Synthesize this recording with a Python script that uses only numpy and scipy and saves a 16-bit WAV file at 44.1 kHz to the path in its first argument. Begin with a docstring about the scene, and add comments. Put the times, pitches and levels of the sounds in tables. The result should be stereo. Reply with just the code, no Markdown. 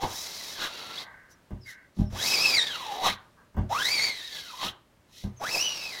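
"""A small workshop: a rubber squeegee is pulled four times over a taut, inked printing screen.
Its edge crosses the threads with a zipping tone that follows the hand's speed and flares into squeals,
over a fine gritty rasp; the rubber catches and chatters in the ink. Between strokes the blade is lifted,
brushes the mesh and is set down, and the screen thumps like a slack drum. Thin squeaks and faint, hollow
hisses glide by, mostly after strokes, over quiet room tone."""
import sys
import numpy as np
from scipy import signal
from scipy.fft import rfft, irfft
from scipy.io import wavfile

SR = 44100
rng = np.random.default_rng(int(sys.argv[2]) if len(sys.argv) > 2 else 0)


def log_audio(samples):
    """Write samples as a 16-bit WAV file to the path given in sys.argv[1]."""
    # one column per channel
    frames = np.atleast_2d(samples).T
    # limit to full scale, then quantise
    limited = np.clip(frames, -1, 1)
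    pcm = np.round(limited * 32767).astype(np.int16)
    wavfile.write(sys.argv[1], SR, pcm)


N = 264600
TIME = np.arange(N) / SR

# Hand speed as threads crossed per second, one curve per stroke: t/s, f/Hz
THREAD_RATE = [
    [(0.0, 737), (0.066, 942), (0.164, 1943), (0.338, 2134), (0.556, 1738), (0.606, 1410), (0.952, 1351),
     (1.0, 2055)],
    [(2.12, 473.7), (2.148, 646.5), (2.178, 1340), (2.282, 2516), (2.34, 2621), (2.37, 2265), (2.438, 2660),
     (2.556, 2303), (2.6, 1828), (2.648, 1875), (2.756, 1397), (2.78, 1140), (2.88, 855), (3.006, 742),
     (3.08, 1151), (3.09, 1273)],
    [(3.69, 579.0), (3.72, 844.1), (3.854, 1927), (3.928, 2388), (4.008, 2153), (4.048, 2292), (4.23, 1806),
     (4.246, 1898), (4.43, 1594), (4.51, 1272), (4.542, 1014), (4.638, 1074), (4.68, 1309)],
    [(5.41, 665.5), (5.452, 1346), (5.494, 2210), (5.52, 2710), (5.574, 2465), (5.64, 3031), (5.896, 2486),
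     (5.936, 2010), (5.99, 1965)],
]
# Each pull starts firmly and eases as the arms fold; relative levels of the firm part at USUAL_HZ:
# start t/s, attack/s, easing t/s, length/s, grind/dB, rasp/dB, hiss/dB, zip/dB, octave re zip/dB,
# easing/dB, hiss easing/dB, left minus right/dB
PULLS = [(0, 0.017, 0.55, 1.073, -47.5, -36.5, -39, -47, -1, 1, -7.5, -0.5),
         (2.094, 0.17, 2.569, 1.085, -34.5, -25.5, -31, -26.5, -1.5, -5.5, -12, -1),
         (3.687, 0.043, 4.094, 1.05, -39.5, -29.5, -36, -24.5, -3.5, -9, -10.5, 0),
         (5.39, 0.053, 5.62, .75, -38, -34, -37.5, -27, -12, -3.5, -6.5, 1.5)]
# The edge grabs and the zip squeals: t/s, spread/s, fundamental boost/dB, octave boost/dB
EDGE_GRABS = [(2.338, 0.0051, 11, 2), (2.46, 0.017, 11, -3.5), (2.56, 0.027, 11, 3.5),
              (2.608, 0.02, 1.5, 11), (2.72, 0.059, 6, 8.5), (3.971, 0.031, 6, 1.5), (4.035, .02, 2, 5),
              (4.135, 0.032, 3.5, 0.5), (4.615, .025, 6, -0.5), (5.563, 0.04, 1, 8), (5.67, 0.047, 9, 3.5)]
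# How well the screen radiates a tone: f/Hz, level/dB
SCREEN_RADIATION = [(500, 6), (1000, -4), (1400, -10), (1800, -9.5), (2400, -6), (3000, -5.5), (3800, 2.5),
                    (4600, -1.5), (5300, 1), (6000, 3)]
# The three friction layers, low to high: f/Hz, level/dB
GRIND_SPECTRUM = [(40, -45.5), (110, -0.5), (220, -1.5), (330, 0), (600, 3.5), (1000, 4), (1500, -1.5),
                  (2000, 0.5), (2600, -2.5), (5000, -34)]
RASP_SPECTRUM = [(900, -18), (1600, -41.5), (2050, 3), (2500, -6.5), (3100, 2.5), (3900, 7), (4600, 6.5),
                 (5400, -28.5), (6700, -25), (8200, -46), (16000, -67)]
HISS_SPECTRUM = [(3500, -6), (5200, 15), (6700, 4.5), (8400, -2), (10300, 4), (12000, 3), (15500, -7)]
# The blade digs into the bead of ink: t/s, spread/s, level/dB
INK_DIGS = [(0.037, 0.022, -32.5), (0.633, 0.033, -26.5), (.81, 0.026, -39), (.98, 0.018, -39),
            (2.755, 0.006, -30), (3.07, 0.026, -20), (4.365, .035, -33.5), (4.589, 0.029, -41),
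            (4.652, 0.027, -27)]
# The lifted blade grazes the mesh on its way back: t/s, spread/s, rasp/dB, hiss/dB
MESH_BRUSHES = [(1.317, 0.012, -67, -55), (1.7, 0.026, -49.5, -49.5), (2.006, 0.03, -55.5, -58),
                (5.197, 0.047, -47.5, -51)]
# The blade meets or leaves the screen: t/s, thump level/dB, contact/ms, click level/dB
BLADE_HITS = [(0.028, -36.5, 6.3, -26.5), (0.04, -41, 5, -35.5), (1.505, -40.5, 3.7, -43),
              (1.519, -33.5, 6.6, -71), (1.965, -40, 2.7, -53.5), (1.986, -22.5, 3.13, -41.5),
              (2.004, -21.5, 4.05, -43.5), (2.121, -35.5, 6.7, -72), (3.088, -40.5, 3, -48.5),
              (3.543, -43, 6.2, -46.5), (3.566, -29, 5.7, -35), (3.579, -23, 7, -35),
              (3.603, -35, 3.6, -59), (4.648, -43.5, 2.08, -36.5), (5.236, -29.5, 5.8, -42.5),
              (5.262, -41.5, 4, -47)]
# Drum modes of the stretched screen: f/Hz, level/dB, t60/s
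SCREEN_MODES = [(49.4, -6, 0.17), (91.8, -3.5, 0.24), (123, -9.5, 0.39), (169, 0, 0.14), (202, 5, 0.16),
                (247, 0, 0.16), (282, 1, 0.051), (371, -3.5, 0.29), (609, -13, 0.18), (683, -13, .16),
                (806, -10.5, .12)]
# The rubber catches in the ink: t/s, spread/s, ring f/Hz, level/dB
INK_CATCHES = [(.042, 0.014, 856, -25.5), (0.636, 0.044, 1473, -32), (3.062, 0.022, 948.5, -22),
               (3.092, 0.013, 1787, -26), (3.8, 0.013, 1179, -34), (4.642, 0.013, 1120, -32.5),
               (5.431, 0.0098, 910, -33), (5.56, 0.015, 699.5, -33)]
# Thin gliding squeaks: t/s, length/s, from f/Hz, to f/Hz, level/dB
SQUEAKS = [(.972, .03, 3100, 4260, -23.5), (1.305, .045, 6130, 5600, -54), (1.605, .07, 5340, 4630, -46),
           (1.647, 0.1, 2300, 1668, -37.5), (2.049, 0.054, 5580, 5120, -53),
           (4.678, 0.01595, 2750, 3570, -23), (5.361, 0.077, 6380, 5646, -49.5)]
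# Faint, hollow bands of midrange hiss, mostly after strokes: t/s, length/s, from f/Hz, to f/Hz, level/dB
HOLLOW_HISSES = [(0.052, 0.19, 1004, 951, -41), (0.967, 0.33, 1197, 894, -48),
                 (0.982, 0.55, 1845, 1385, -45.5), (1.649, .32, 1846, 1798, -45.5),
                 (3.098, .25, 1386, 1200, -45.5), (3.369, .15, 1305, 1450, -53),
                 (4.682, .17, 1300, 1087, -50)]
# Room tone of the workshop: f/Hz, level/dB
ROOM_SPECTRUM = [(15, -46), (25, -9.5), (86, -5.5), (164, -7), (267, -10), (482, -14), (582, -12),
                 (762, -18), (919, -16), (1110, -17.5), (3720, -27), (4380, -28), (15500, -38)]

USUAL_HZ = 2000  # speed tilts the mix: dB per doubling from this thread rate
GRIND_DB_PER_OCT, RASP_DB_PER_OCT, HISS_DB_PER_OCT, ZIP_DB_PER_OCT = -0.5, 4, 2.5, -0.5
GRIND_POWER, ZIP_POWER = 2.1, 2.24  # grind and zip follow the force more steeply than the rasp
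EASE_S, HISS_EASE_S, RELEASE_S = 0.063, 0.013, 0.052  # as the force eases, the hiss goes first
CREST_S, CREST_SPREAD_S, CREST_DB = 0.18, 0.05, 5.5  # the hiss crests as the blade gets up to speed
CRISP_HZ, OCTAVE_DB_PER_OCT = 1510, 18.5  # below this rate threads let go softly and the octave fades
DIG_GRIND_DB, DIG_HISS_DB, DIG_ZIP_DB = -15, -10, -9  # relative to the rasp of a dig
DRIFT_DB_PER_S = 6  # the scrape pans left during a pull


def squeegee(zip_db=4.0, friction_db=-1, judder_db=1.0, judder_hz=90, count=3):
    """Stretches of the long edge sound on their own, each from its own place; all judder together."""
    hz = np.interp(TIME, *np.concatenate(THREAD_RATE).T)
    friction_gains, zip_gain, octave_db, pan_db = hand_pull(hz)
    soft_db = OCTAVE_DB_PER_OCT * np.minimum(np.log2(hz / CRISP_HZ), 0)
    partials_db = squeal_boosts() + [radiated_db(hz), radiated_db(2 * hz) + octave_db + soft_db]
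    judder = undb(judder_db * walk(judder_hz))
    edge = 0
    for _ in range(count):
        tone = undb(zip_db) * zip_gain * thread_zip(hz, *partials_db)
        scrape = undb(friction_db) * friction(hz, friction_gains)
        edge = edge + workshop(judder * (tone + scrape))
    return edge / np.sqrt(count) * undb(np.array([pan_db, -pan_db]) / 2)


def hand_pull(hz):
    """Force and speed of the hands ride the friction and zip gains; also gives octave level and pan."""
    pulls = np.array(PULLS)
    current = np.searchsorted(pulls[1:, 0], TIME)
    (start, attack, ease_at, length, grind_db, rasp_db, hiss_db, zip_db,
     octave_db, easing_db, hiss_easing_db, pan_db) = pulls[current].T
    release = np.clip((start + length - TIME) / RELEASE_S, 0, 1) ** 2
    contact = np.clip((TIME - start) / attack, 0, 1) * release
    easing_s = np.maximum(TIME - ease_at, 0)
    force_db = easing_db * (1 - np.exp(-easing_s / EASE_S))
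    hiss_force_db = hiss_easing_db * (1 - np.exp(-easing_s / HISS_EASE_S))
    crest_db = CREST_DB * swell(start + CREST_S, CREST_SPREAD_S)
    octaves = np.log2(hz / USUAL_HZ)
    grind = contact * undb(grind_db + GRIND_POWER * force_db + GRIND_DB_PER_OCT * octaves)
    rasp = contact * undb(rasp_db + force_db + RASP_DB_PER_OCT * octaves)
    hiss = contact * undb(hiss_db + crest_db + hiss_force_db + HISS_DB_PER_OCT * octaves)
    tone = contact ** ZIP_POWER * undb(zip_db + ZIP_POWER * force_db + ZIP_DB_PER_OCT * octaves)
    for s, spread, brush_rasp_db, brush_hiss_db in MESH_BRUSHES:
        graze = swell(s, spread)
        rasp += undb(brush_rasp_db) * graze
        hiss += undb(brush_hiss_db) * graze
    dig = sum(undb(db) * swell(s, spread) for s, spread, db in INK_DIGS)
    grind = np.hypot(grind, undb(DIG_GRIND_DB) * dig)
    rasp = np.hypot(rasp, dig)
    hiss = np.hypot(hiss, undb(DIG_HISS_DB) * dig)
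    tone = np.hypot(tone, undb(DIG_ZIP_DB) * dig)
    return (grind, rasp, hiss), tone, octave_db, pan_db + DRIFT_DB_PER_S * (TIME - start)


def thread_zip(hz, fundamental_db, octave_db, slip=0.0115, sway=0.007, flutter_db=3.5):
    """A stretch of the edge flicks over the threads, slipping a little faster and slower than the hand."""
    partials = [(fundamental_db, 0.47), (octave_db, 0.47)]  # level/dB, phase scatter/rad
    # each thread's sharp release adds weak, smeared overtones above the octave
    partials += [(octave_db - 20 - 4 * k, 0.95 * (k + 1)) for k in range(3)]
    unsteady = (2200 / hz) ** 0.8  # a slow blade sticks and slips more
    rate = hz * (1 + unsteady * (slip * walk(150) + sway * walk(18.21)))
    phase = 2 * np.pi * np.cumsum(rate) / SR
    tone = 0
    # no two threads let go alike: every partial flutters and has a rough skirt
    for harmonic, (db, scatter) in enumerate(partials, 1):
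        gain = undb(db + flutter_db * (walk(70) - 1 / 3))
        tone = tone + gain * np.sin(harmonic * phase + scatter * walk(350))
    return np.sqrt(2) * tone


def squeal_boosts():
    """The edge grabs: flares in dB for the zip's fundamental and octave."""
    return sum(np.outer(boosts_db, swell(s, spread)) for s, spread, *boosts_db in EDGE_GRABS)


def radiated_db(hz):
    """Level at which the screen gives off a tone of this pitch."""
    points_hz, db = np.transpose(SCREEN_RADIATION)
    return np.interp(np.log(hz), np.log(points_hz), db)


def friction(hz, gains, slips_per_s=1500, spread_db=1.5, smooth=0.36, wander=0.05):
    """Countless tiny slips of rubber and ink on the mesh, layered as grind, rasp and hiss."""
    layers = []
    for spectrum in (GRIND_SPECTRUM, RASP_SPECTRUM, HISS_SPECTRUM):
        size = undb(spread_db * np.minimum(rng.exponential(size=N), 4))
        slips = (rng.random(N) < slips_per_s / SR) * rng.choice([-1, 1], N) * size
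        layers.append(colour(unit(slips) + smooth * rng.standard_normal(N), spectrum))
    grind, rasp, hiss = layers
    # the rasp's pitch follows the speed down to a creep, and wanders with the tilt of the hands
    varispeed = (np.maximum(hz, 1200) / 1750) ** 0.2 * (1 + wander * walk(12))
    rasp = unit(np.interp(np.cumsum(varispeed) % N, np.arange(N), rasp))
    return sum(layer * gain for layer, gain in zip((grind, rasp, hiss), gains))


def screen_thumps(scuff_t60=0.2, click_t60=0.25, click_hz=1100, tick_t60=0.065):
    """Each hit pushes the screen's drum modes; the rubber clicks and scuffs as it settles."""
    t = TIME[:SR // 2]
    ring = sum((-1) ** k * undb(db) * fade(t, t60) * np.sin(2 * np.pi * hz * t)
               for k, (hz, db, t60) in enumerate(SCREEN_MODES))
    out = np.zeros(N + len(t))
    for s, db, contact_ms, click_db in BLADE_HITS:
        scuff, grit = rng.standard_normal((2, len(t)))
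        push = np.sin(np.pi * np.minimum(t * 1000 / contact_ms, 1))
        push += 0.19 * unit(lowpass(scuff, 680)) * fade(t, scuff_t60)
        body = signal.fftconvolve(push, ring)[:len(t)]
        body /= np.std(body[:SR // 25])  # the first 40 ms set the level
        dull = unit(lowpass(grit, click_hz)) * fade(t, click_t60) * np.minimum(t / 0.003, 1)
        tick = 0.14 * grit * fade(t, tick_t60)
        start = int(s * SR)
        out[start:start + len(t)] += undb(db) * body + undb(click_db) * (dull + tick)
    return out[:N]


def rubber_chatter(slips_per_s=420, detune_spread=0.15, count=44):
    """Each catch is a quick run of slips; every slip rings the rubber lip at its own pitch."""
    t = TIME[:SR // 20]
    lip_decay = fade(t, t60=0.025)
    out = np.zeros(N)
    for s, spread, hz, db in INK_CATCHES:
        burst = np.zeros(N)
        for k, (late, detune, size) in enumerate(rng.standard_normal((count, 3))):
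            offset = (k - count / 2 + late / 2) / slips_per_s
            start = max(int((s + offset) * SR), 0)
            ring = lip_decay * np.sin(2 * np.pi * hz * np.exp(detune_spread * detune) * t)
            burst[start:start + len(t)] += ring * undb(2 * size) * np.exp(-(offset / spread) ** 2 / 2)
        out += burst * undb(db) / np.sqrt(np.sum(burst ** 2) / (2 * spread * SR))
    return out


def squeaks(waver=0.019):
    """Thin, slightly rough tones that swell, glide and stop."""
    roughness = 1 + waver * walk(290)
    out = np.zeros(N)
    for s, length, from_hz, to_hz, db in SQUEAKS:
        along = np.clip((TIME - s) / length, 0, 1)
        hz = (from_hz + (to_hz - from_hz) * along) * roughness
        out += undb(db) * np.sin(np.pi * along) * np.sin(2 * np.pi * np.cumsum(hz) / SR)
    return out


def hollow_hiss(width_hz=330):
    """Faint, narrow bands of midrange hiss that swell quickly, glide and die away."""
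    sine_noise, cosine_noise = (unit(lowpass(lowpass(noise, width_hz), 2 * width_hz))
                                for noise in rng.standard_normal((2, N)))
    out = np.zeros(N)
    for s, length, from_hz, to_hz, db in HOLLOW_HISSES:
        along = np.clip((TIME - s) / length, 0, 1)
        phase = 2 * np.pi * np.cumsum(from_hz + (to_hz - from_hz) * along) / SR
        envelope = np.sin(np.pi * along ** 0.41) ** 2
        out += undb(db) * envelope * (sine_noise * np.sin(phase) + cosine_noise * np.cos(phase))
    return out


def frame_ring(x, send_db=-19, t60=0.51, band_hz=(850, 1900)):
    """The frame and its stretched mesh ring on briefly in the mids, in many close modes."""
    decay = fade(TIME[:SR // 2], t60)
    band = signal.butter(3, band_hz, "band", fs=SR, output="sos")
    modes = signal.sosfilt(band, rng.standard_normal((2, len(decay))) * decay) / np.linalg.norm(decay)
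    return x + undb(send_db) * signal.oaconvolve(x, modes, axes=1)[:, :N]


def workshop(x, early_db=-3, early_t60=0.034, tail_send_db=-16, tail_t60=0.32, tail_hz=3200):
    """Direct sound, a touch earlier on the left; each side has its own reflections and short tail."""
    t = TIME[:SR // 3]
    # long waves reach both sides alike, so the early reflections scatter only the treble
    treble = signal.butter(2, 1100, "high", fs=SR, output="sos")
    sides = []
    for lag_samples in (0, 6):
        early, tail = rng.standard_normal((2, len(t)))
        early = signal.sosfilt(treble, early * fade(t, early_t60))
        tail = tail * fade(t, tail_t60) * np.minimum(t / 0.023, 1)
        response = undb(early_db) * early / np.linalg.norm(early)
        response += lowpass(undb(tail_send_db) * tail / np.linalg.norm(tail), tail_hz)
        response[lag_samples] += 1
        sides.append(signal.oaconvolve(x, response / np.linalg.norm(response))[:N])
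    return np.array(sides)


def room_tone(mid_db=-62, side_db=-7, waver_db=1):
    """A quiet, gently wavering bed of room noise."""
    mid, side = (colour(rng.standard_normal(N), ROOM_SPECTRUM) for _ in range(2))
    return undb(mid_db + waver_db * walk(5.1)) * (mid + undb(side_db) * np.array([side, -side]))


def undb(db):
    """Decibels to gain."""
    return 10 ** (np.asarray(db) / 20)


def unit(x):
    """Scale to rms 1."""
    return x / np.sqrt(np.mean(x ** 2))


def colour(x, spectrum):
    """EQ by a curve of (f/Hz, level/dB) points, to rms 1."""
    hz, db = np.transpose(spectrum)
    bins = np.maximum(np.fft.rfftfreq(N, 1 / SR), 1)
    return unit(irfft(rfft(x) * undb(np.interp(np.log(bins), np.log(hz), db)), N))


def walk(hz):
    """Random modulator of rms 1 that wavers at up to about this rate."""
    steps = np.arange(N) * 2 * hz / SR
    points = rng.standard_normal(N // 8)
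    return unit(np.interp(steps, np.arange(len(points)), points))


def fade(t, t60):
    """Exponential decay, 60 dB in t60 seconds."""
    return np.exp(-np.log(1000) * t / t60)


def swell(s, spread):
    """A bell-shaped rise and fall around a moment."""
    return np.exp(-np.minimum(((TIME - s) / spread) ** 2, 80) / 2)


def lowpass(x, hz):
    """Gentle two-pole low-pass."""
    return signal.sosfilt(signal.butter(2, hz, fs=SR, output="sos"), x)


def scene(shelf_db=-3, shelf_hz=3500):
    """Squeegee and screen over the room tone; a high shelf darkens their right side."""
    strokes = squeegee()
    accents = workshop(screen_thumps() + rubber_chatter() + squeaks() + hollow_hiss())
    left, right = frame_ring(strokes + accents)
    lows = signal.sosfiltfilt(signal.butter(1, shelf_hz, fs=SR, output="sos"), right)
    right = lows + undb(shelf_db) * (right - lows)
    return np.array([left, right]) + room_tone()


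def record(dry):
    """A steep high cut at 15.9 kHz on the whole mix."""
    return signal.sosfilt(signal.ellip(10, 0.2, 80, 15900, fs=SR, output="sos"), dry)


dry = scene()
out = record(dry)
log_audio(out)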